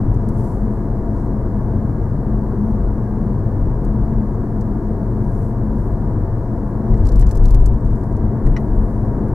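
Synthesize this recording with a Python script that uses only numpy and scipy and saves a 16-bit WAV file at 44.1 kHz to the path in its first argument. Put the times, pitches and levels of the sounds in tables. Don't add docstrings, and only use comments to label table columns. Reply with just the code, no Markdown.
import sys
import numpy as np
from scipy import signal
from scipy.fft import rfft, irfft, next_fast_len
from scipy.io import wavfile
from scipy.ndimage import uniform_filter1d

SR = 44100
rng = np.random.default_rng(int(sys.argv[2]) if len(sys.argv) > 2 else 0)


def nominal_scale(level):
    x = np.asarray(level, float) / 20
    return 10 ** x


def wrap_up_sound(samples):
    columns = np.atleast_2d(samples).T
    tamed = np.clip(columns, -1, 1)
    steps = np.round(tamed * 32767).astype(np.int16)
    wavfile.write(sys.argv[1], SR, steps)


N = 411894
T = np.arange(N) / SR

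# (frequency [Hz], width [Hz], relative level [dB])
SPRING_RESONANCES = [(22.1, 4, -6), (34.5, 8, -2.5)]
SHELL_RESONANCES = [(46.7, 7.7, 0), (52, 4.2, -2.5), (100, 40, -16.5)]
CABIN_RESONANCES = [(65, 5, -11.5), (75.4, 7.9, -8.5), (89, 2.6, -8.5), (97.7, 5.3, 1.5), (117.1, 14, 0),
                    (141.2, 26, -8.5), (173.4, 16, -12)]
TYRE_RESONANCES = [(202.3, 14, -7), (212.3, 8, 0.5), (220.3, 19, -9)]
# (start [s], length [s], strength [dB], share taken by the springs [0-1], rest by the shell)
WHEEL_BUMPS = [(.07, 0.077, -15, 0.42), (.55, 0.11, -21.5, .05), (2.28, 0.076, -21, .05),
               (2.72, .17, -18.5, .1), (3.3, 0.087, -23, 0.17), (3.63, 0.08, -17.5, 0.52),
               (3.88, .32, -19, 0.18), (5.26, 0.11, -23, .95), (5.66, .27, -23.5, 0.043),
               (5.959, 0.073, -26.5, .95), (6.92, 0.15, -10, .4), (7.15, .11, -6.5, .4),
               (7.39, .08, -6, 0.89), (7.52, 0.094, -4.5, .9), (7.67, 0.056, -8, 0.23),
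               (7.86, 0.054, -10.5, .4), (8.16, .12, -15, 0.48), (8.46, 0.055, -9.5, .7),
               (8.72, 0.1, -13.5, 0.75), (8.96, 0.043, -19.5, .05), (9.12, 0.097, -31, 1)]
# (start [s], length [s], level [dB])
CABIN_SWELLS = [(0, 0.48, -22.5), (1.72, 0.44, -23), (3.25, 0.42, -24.5), (3.948, 0.23, -27),
                (5.1, .5, -27), (5.9, .4, -26), (7.2, 0.13, -21.5), (7.952, 0.69, -23), (9.1, .24, -24.5)]
# (start [s], length [s], level [dB])
TYRE_SWELLS = [(0, .4, -26.5), (0.655, 0.15, -23.5), (1.557, 0.25, -25.5), (2.636, 0.14, -23),
               (3.24, 0.07, -23.5), (3.846, 0.44, -24), (4.557, .15, -24.5), (5.15, 0.034, -29.5),
               (5.686, 0.32, -27), (6.806, 0.18, -24.5), (7.4, .25, -27), (7.745, .6, -29),
               (8.6, 0.31, -26), (9.144, 0.1, -26.5)]
# (frequency [Hz], relative density [dB per Hz])
ROAR_SPECTRUM = [(60, -25), (150, -7.5), (250, 0), (400, -5), (600, -14), (800, -18.5), (1100, -21),
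                 (1350, -28.5), (1700, -33), (2000, -38.5), (2300, -46.5), (2450, -59), (3500, -68)]
# (frequency [Hz], width [Hz], lift [dB])
PANEL_RESONANCES = [(299.3, 13, 2), (349.7, 7.4, 3.5), (377, 15, 2), (465.4, 32, 2.5), (545, 18, 2.5),
                    (579, 30, -4), (681, 100, 6.5), (878, 17, 7), (959, 54, 7.5), (1096, 30, 4),
                    (1211, 33, 3), (1442, 57, 4), (1632, 70, 6), (1770, 37, 4), (2240, 60, 1.5)]
# (time [s], snap peak [dB], centre [Hz], scatter about a millisecond later [dB], left minus right [dB])
TRIM_TICKS = [(0.1438, -48, 7300, -58.5, -2), (0.2883, -45, 8800, -50, 1), (3.848, -47, 8500, -53, 0),
              (4.3414, -49, 7900, -62, 2), (4.6103, -47, 7200, -52, 2), (5.2434, -54, 6300, -62, 3),
              (6.9771, -48, 6100, -59, 3.5), (7.0541, -41, 5900, -49, -3), (7.07, -27, 6200, -46, -4),
              (7.088, -39, 6200, -44, -1), (7.12, -31, 7300, -47.5, -3), (7.1586, -30, 7100, -48, -4.5),
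              (7.193, -29, 6500, -55, -2), (7.197, -22, 10500, -43, -2), (7.2105, -35, 6800, -41, -3),
              (7.2674, -41, 6500, -45, -1), (7.2916, -37, 6500, -47, -4), (7.3122, -18, 7300, -41, -2),
              (7.3273, -36, 8600, -56, -2.5), (7.3504, -39, 6400, -48, -5), (7.3559, -29, 9200, -48, 2),
              (7.373, -27, 6500, -50, -5), (7.4379, -42, 6500, -51, -3), (7.4556, -23, 7000, -43, -5),
              (7.4832, -38, 6000, -47, -4), (7.507, -24, 7200, -45, -5), (7.5472, -14.5, 13500, -48, 3),
              (7.5511, -30, 7000, -48, -1), (7.601, -46, 9000, -60, 1), (7.6103, -43, 7600, -52, -4),
              (7.6595, -21.5, 8200, -38, -2), (8.4663, -33, 8800, -48.5, -1), (9.2833, -46, 10000, -61, -1)]
# (frequency [Hz], relative density [dB per Hz])
TRIM_SPECTRUM = [(800, -23), (2000, -3), (3300, -10), (4300, -3), (7000, -6), (11000, -9), (16000, -16.5)]
# (time [s], level before decay [dB], t60 [s], treble tilt [dB per octave], left minus right [dB])
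KNOCKS_AND_CLICK = [(6.94, -39, 0.025, -4, 4), (7.225, -25, 0.012, -5, 3), (8.46, -38, 0.018, -8, 3),
                    (8.4658, -27.5, 0.035, -16, 1), (8.5642, -25.5, 0.058, -6, 3),
                    (8.576, -35, 0.035, -9, 0)]
# (frequency [Hz], width [Hz], relative level [dB])
BURST_RESONANCES = [(1100, 400, -12), (1550, 300, -10), (1870, 110, -3), (1970, 110, 0), (2350, 200, -10),
                    (3000, 250, -13), (4150, 450, -12), (4700, 300, -14), (5550, 350, -10),
                    (6200, 450, -12), (7900, 1500, -24)]
# (start [s], length [s], pitch [Hz], level [dB])
TRIM_SQUEAKS = [(1.62, .06, 5900, -77), (2.02, .05, 5600, -77), (8.745, .045, 8900, -75),
                (8.797, .05, 8950, -71), (8.83, .04, 10650, -71), (8.93, .03, 10600, -76)]
# (time of the top [s], relative level [dB], rise [s], fall [s], centre [Hz])
HISS_SWELLS = [(.42, -58.5, 0.062, .12, 8800), (.78, -69.5, 0.059, 0.054, 9560), (1.2, -66, .05, .06, 7500),
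               (2.7, -70, 0.05, .05, 8000), (5.43, -63, 0.14, 0.063, 9100), (5.8, -65.5, 0.027, 0.1, 9500),
               (7.0, -65, .08, .1, 7950), (7.4, -68, 0.16, 0.24, 6000), (8.001, -65.5, 0.16, 0.081, 8500),
               (8.52, -65.5, .05, 0.17, 9400), (8.9, -68.5, 0.16, .15, 9500)]
# (frequency [Hz], relative density [dB per Hz])
FLOOR_SPECTRUM = [(1470, -31), (2500, -6), (2790, -4), (3220, -10), (3970, -4), (4260, -1.5), (4820, -2.5),
                  (5280, -2), (6610, -3.5), (7530, -4.5), (8390, -5.5), (9720, -4), (12600, -8),
                  (15800, -9)]
# (frequency [Hz], level before gain control [dB rms])
WHINE_TONES = [(10051, -84), (12059, -93.5), (14067, -94.5), (15617, -89)]
# (frequency [Hz], left-right likeness [0-1])
STEREO_LIKENESS = [(60, 1), (300, 1), (640, 0.99), (1400, 0.76), (2200, 0.76), (3100, 0.35), (6800, 0.3),
                   (15000, .05)]
# (frequency [Hz], left minus right [dB])
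STEREO_LEAN = [(60, 3), (110, 3.0), (200, 3), (380, 2.5), (700, 2.5), (1290, 2.0), (2380, 1), (4400, 0.5),
               (8120, -1), (15000, 0)]

SPRING_DB, SHELL_DB, CABIN_DB, TYRE_DB, ROAR_DB = -25.5, -25, -23, -28.5, -27
BUMP_RISE_S, BUMP_FALL_S, BUMP_IN_CABIN_DB = 0.018, 0.03, -9.5
WAVER_RISE_S, WAVER_FALL_S = 0.04, 0.036


def evened(x):
    return x / np.sqrt(np.mean(x ** 2) + 1e-20)


def read(points, hz):
    f, value = np.transpose(points)
    return np.interp(np.log(hz + 1), np.log(f + 1), value)


def add(mix, s, sound):
    part = mix[:, round(s * SR):][:, :sound.shape[1]]
    part += sound[:, :part.shape[1]]


def panned(db, pan_db):
    return nominal_scale(db + np.array([[pan_db], [-pan_db]]) / 2)


def resonance(modes, hz, steepness):
    return np.sqrt(sum(nominal_scale(db) ** 2 / (1 + (2 * (hz - f) / w) ** 2) ** steepness for f, w, db in modes))


def pair(gain):
    size = next_fast_len(N)
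    hz = np.fft.rfftfreq(size, 1 / SR)
    left, other = rfft(rng.standard_normal((2, size)), axis=1)
    same = np.clip(read(STEREO_LIKENESS, hz), -1, 1)
    right = same * left + np.sqrt(1 - same ** 2) * other
    lean = nominal_scale(read(STEREO_LEAN, hz) / 2)
    lag = np.exp(-2j * np.pi * hz / SR)
    spectra = np.array([left * lean * lag, right / lean])
    return evened(irfft(spectra * gain(hz), size, axis=1)[:, :N])


def rung(modes, steady, smooth_s):
    x = pair(lambda hz: resonance(modes, hz, 1.57))
    power = uniform_filter1d((x ** 2).mean(0), round(smooth_s * SR))
    return evened(x / (power + 0.027) ** (steady / 2))


def swells(rows, rise_s, fall_s):
    total = 0
    for s, length, power in rows:
        before, after = np.minimum(T - s, 0), np.maximum(T - s - length, 0)
        total = total + power * np.exp(-(before / rise_s) ** 2 - (after / fall_s) ** 2)
    return total


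def wavers(rows):
    return swells([(s, length, nominal_scale(db) ** 2) for s, length, db in rows], WAVER_RISE_S, WAVER_FALL_S)


def bumps():
    soft_rows = [(s, length, nominal_scale(db) ** 2 * share) for s, length, db, share in WHEEL_BUMPS]
    hard_rows = [(s, length, nominal_scale(db) ** 2 * (1 - share)) for s, length, db, share in WHEEL_BUMPS]
    return swells(soft_rows, BUMP_RISE_S, BUMP_FALL_S), swells(hard_rows, BUMP_RISE_S, BUMP_FALL_S)


def springs(soft):
    return np.sqrt(nominal_scale(SPRING_DB) ** 2 + soft) * rung(SPRING_RESONANCES, steady=0.8, smooth_s=0.045)


def shell(hard):
    return np.sqrt(nominal_scale(SHELL_DB) ** 2 + hard) * rung(SHELL_RESONANCES, steady=0.65, smooth_s=0.067)


def cabin(soft, hard):
    bump_power = nominal_scale(BUMP_IN_CABIN_DB) ** 2 * (hard + 0.33 * soft)
    level = np.sqrt(nominal_scale(CABIN_DB) ** 2 + bump_power + wavers(CABIN_SWELLS))
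    return level * rung(CABIN_RESONANCES, steady=0.41, smooth_s=0.14)


def tyre():
    level = np.sqrt(nominal_scale(TYRE_DB) ** 2 + wavers(TYRE_SWELLS))
    return level * rung(TYRE_RESONANCES, steady=0.17, smooth_s=0.048)


def drone():
    soft, hard = bumps()
    return springs(soft) + shell(hard) + cabin(soft, hard) + tyre()


def roar():
    def gain(hz):
        panels_db = sum(db / (1 + (2 * (hz - f) / w) ** 2) for f, w, db in PANEL_RESONANCES)
        return nominal_scale(read(ROAR_SPECTRUM, hz) + panels_db)
    coarse = np.clip((T - 6.7) / 0.24, 0, 1)
    trailing = np.clip((T - 6.75) / 0.24, 0, 1)
    rise_db = 1.6 * coarse + 2.3 * (coarse - trailing)
    return nominal_scale(ROAR_DB + rise_db) * pair(gain)


def rattle(count):
    from_s, to_s, snap_db, centre_hz, scatter_db = 7.68, 8.2, -48, 7000, -61
    rows = []
    for when, size, side in rng.random((count, 3)):
        louder_db = 8 * (size - 0.5)
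        time_s = from_s + (to_s - from_s) * when
        rows.append((time_s, snap_db + louder_db, centre_hz, scatter_db + louder_db, -6 * side))
    return rows


def ticks():
    t60_s, tail_t60_s, bounce_s, bounce_db = 0.032, 0.07, 0.005, -11
    lead = 0.0005
    out, t = np.zeros((2, N)), np.arange(2048) / SR
    hz = np.fft.rfftfreq(len(t), 1 / SR)
    rows = TRIM_TICKS + rattle(count=10)
    draws = rng.standard_normal((len(rows), 4, len(t)))
    for (s, snap_db, centre_hz, scatter_db, pan_db), (shared, left, right, lumps) in zip(rows, draws):
        octaves = np.log2(hz / centre_hz + 1e-3).clip(-1.1, 1.3)
        colour = nominal_scale(read(TRIM_SPECTRUM, hz) - 8.3 * octaves ** 2)
        arrival = lead + np.array([[0], [0.00005 * lumps[0]]])
        phase = np.exp(-2j * np.pi * hz * arrival + 1j * shared[0])
        snap = irfft(colour ** 0.5 * phase, axis=1)
        noise = [left, right] + 0.34 * shared
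        scatter = evened(irfft(rfft(noise, axis=1) * colour, axis=1))
        lumpy_db = 3 * evened(uniform_filter1d(lumps, size=30))
        tail = nominal_scale(-12.5 - 60 * t / tail_t60_s)
        decay = nominal_scale(lumpy_db - 60 * (t - 3 * lead) / t60_s) + tail
        scatter *= nominal_scale(scatter_db) * decay * np.minimum(t / lead, 1)
        sound = nominal_scale(snap_db) * snap / abs(snap).max() + scatter
        sound = sound + nominal_scale(bounce_db) * np.roll(sound, round(bounce_s * SR), axis=1)
        add(out, s - lead, panned(0, pan_db) * sound)
    return out


def knocks_and_click():
    out, t = np.zeros((2, N)), np.arange(4096) / SR
    hz = np.fft.rfftfreq(len(t), 1 / SR)
    body = resonance(BURST_RESONANCES, hz, 1.6)
    draws = rng.standard_normal((len(KNOCKS_AND_CLICK), 3, len(t)))
    for (s, db, t60_s, tilt_db, pan_db), draw in zip(KNOCKS_AND_CLICK, draws):
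        octaves = np.log2(hz / 2000 + 1e-3).clip(-1, 3)
        colour = body * nominal_scale(tilt_db * octaves)
        burst = draw[0] + 0.74 * draw[1:]
        ring = evened(irfft(rfft(burst, axis=1) * colour, axis=1))
        ring *= nominal_scale(-60 * t / t60_s) * np.minimum(t / 0.002, 1)
        add(out, s, panned(db, pan_db) * ring)
    return out


def squeaks():
    sag, wobble_depth = 0.02, 0.004
    out = np.zeros((2, N))
    draws = rng.standard_normal((len(TRIM_SQUEAKS), 1, 4096))
    for (s, length, hz, db), draw in zip(TRIM_SQUEAKS, draws):
        u = np.arange(0, 1, 1 / (length * SR))[:draw.shape[1]]
        wobble = evened(uniform_filter1d(draw, size=300, axis=1))[:, :len(u)]
        pitch = hz * (1 - sag * (u - 0.5) + wobble_depth * wobble)
        tone = np.sin(2 * np.pi * np.cumsum(pitch, axis=1) / SR)
        add(out, s, np.sqrt(2) * nominal_scale(db) * np.sin(np.pi * u) ** 0.5 * tone)
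    return out


def hiss():
    size, width_hz = 512, 3400
    hz, t, z = signal.stft(pair(lambda hz: hz > 2000), SR, nperseg=size)
    power = 0
    for s, db, rise, fall, centre_hz in HISS_SWELLS:
        band = ((hz[:, None] - centre_hz) / width_hz) ** 2
        course = ((t - s) / np.where(t < s, rise, fall)) ** 2
        power = power + nominal_scale(db) ** 2 * np.exp(-band - course)
    flicker = nominal_scale(1.5 * rng.standard_normal(len(t)))
    return 2 * signal.istft(z * np.sqrt(power) * flicker, SR, nperseg=size)[1][:, :N]


def scene():
    return drone() + roar() + ticks() + knocks_and_click() + squeaks() + hiss()


def microphone_floor():
    return nominal_scale(-64) * pair(lambda hz: nominal_scale(read(FLOOR_SPECTRUM, hz)) * (hz > 1500))


def whine():
    return sum(np.sqrt(2) * nominal_scale(db) * np.sin(2 * np.pi * hz * T) for hz, db in WHINE_TONES)


def gain_control_db(dry):
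    threshold_db, recovery_db_per_s, strength = -10, 10, 0.31
    power_db = 10 * np.log10(abs(uniform_filter1d((dry ** 2).mean(0), size=600)) + 1e-12)
    fall = T * recovery_db_per_s
    held_db = np.maximum.accumulate(power_db + fall) - fall
    over_db = np.maximum(held_db - threshold_db, 0)
    return strength * uniform_filter1d(over_db, size=300)


def roll_off(x):
    return signal.sosfilt(signal.butter(12, 16790, fs=SR, output="sos"), x)


def record(dry):
    ducked = (dry + microphone_floor() + whine()) / nominal_scale(gain_control_db(dry))
    rounded = ducked / (1 + (ducked / 0.97) ** 6) ** (1 / 6)
    ends = np.minimum(np.minimum(T, T[::-1]) / 0.004, 1)
    lowpass = signal.firwin(1023, 15830, window=("kaiser", 9), fs=SR)
    finished = signal.oaconvolve(rounded * ends, lowpass[None], "same")
    return roll_off(finished)


dry = scene()
out = record(dry)
wrap_up_sound(out)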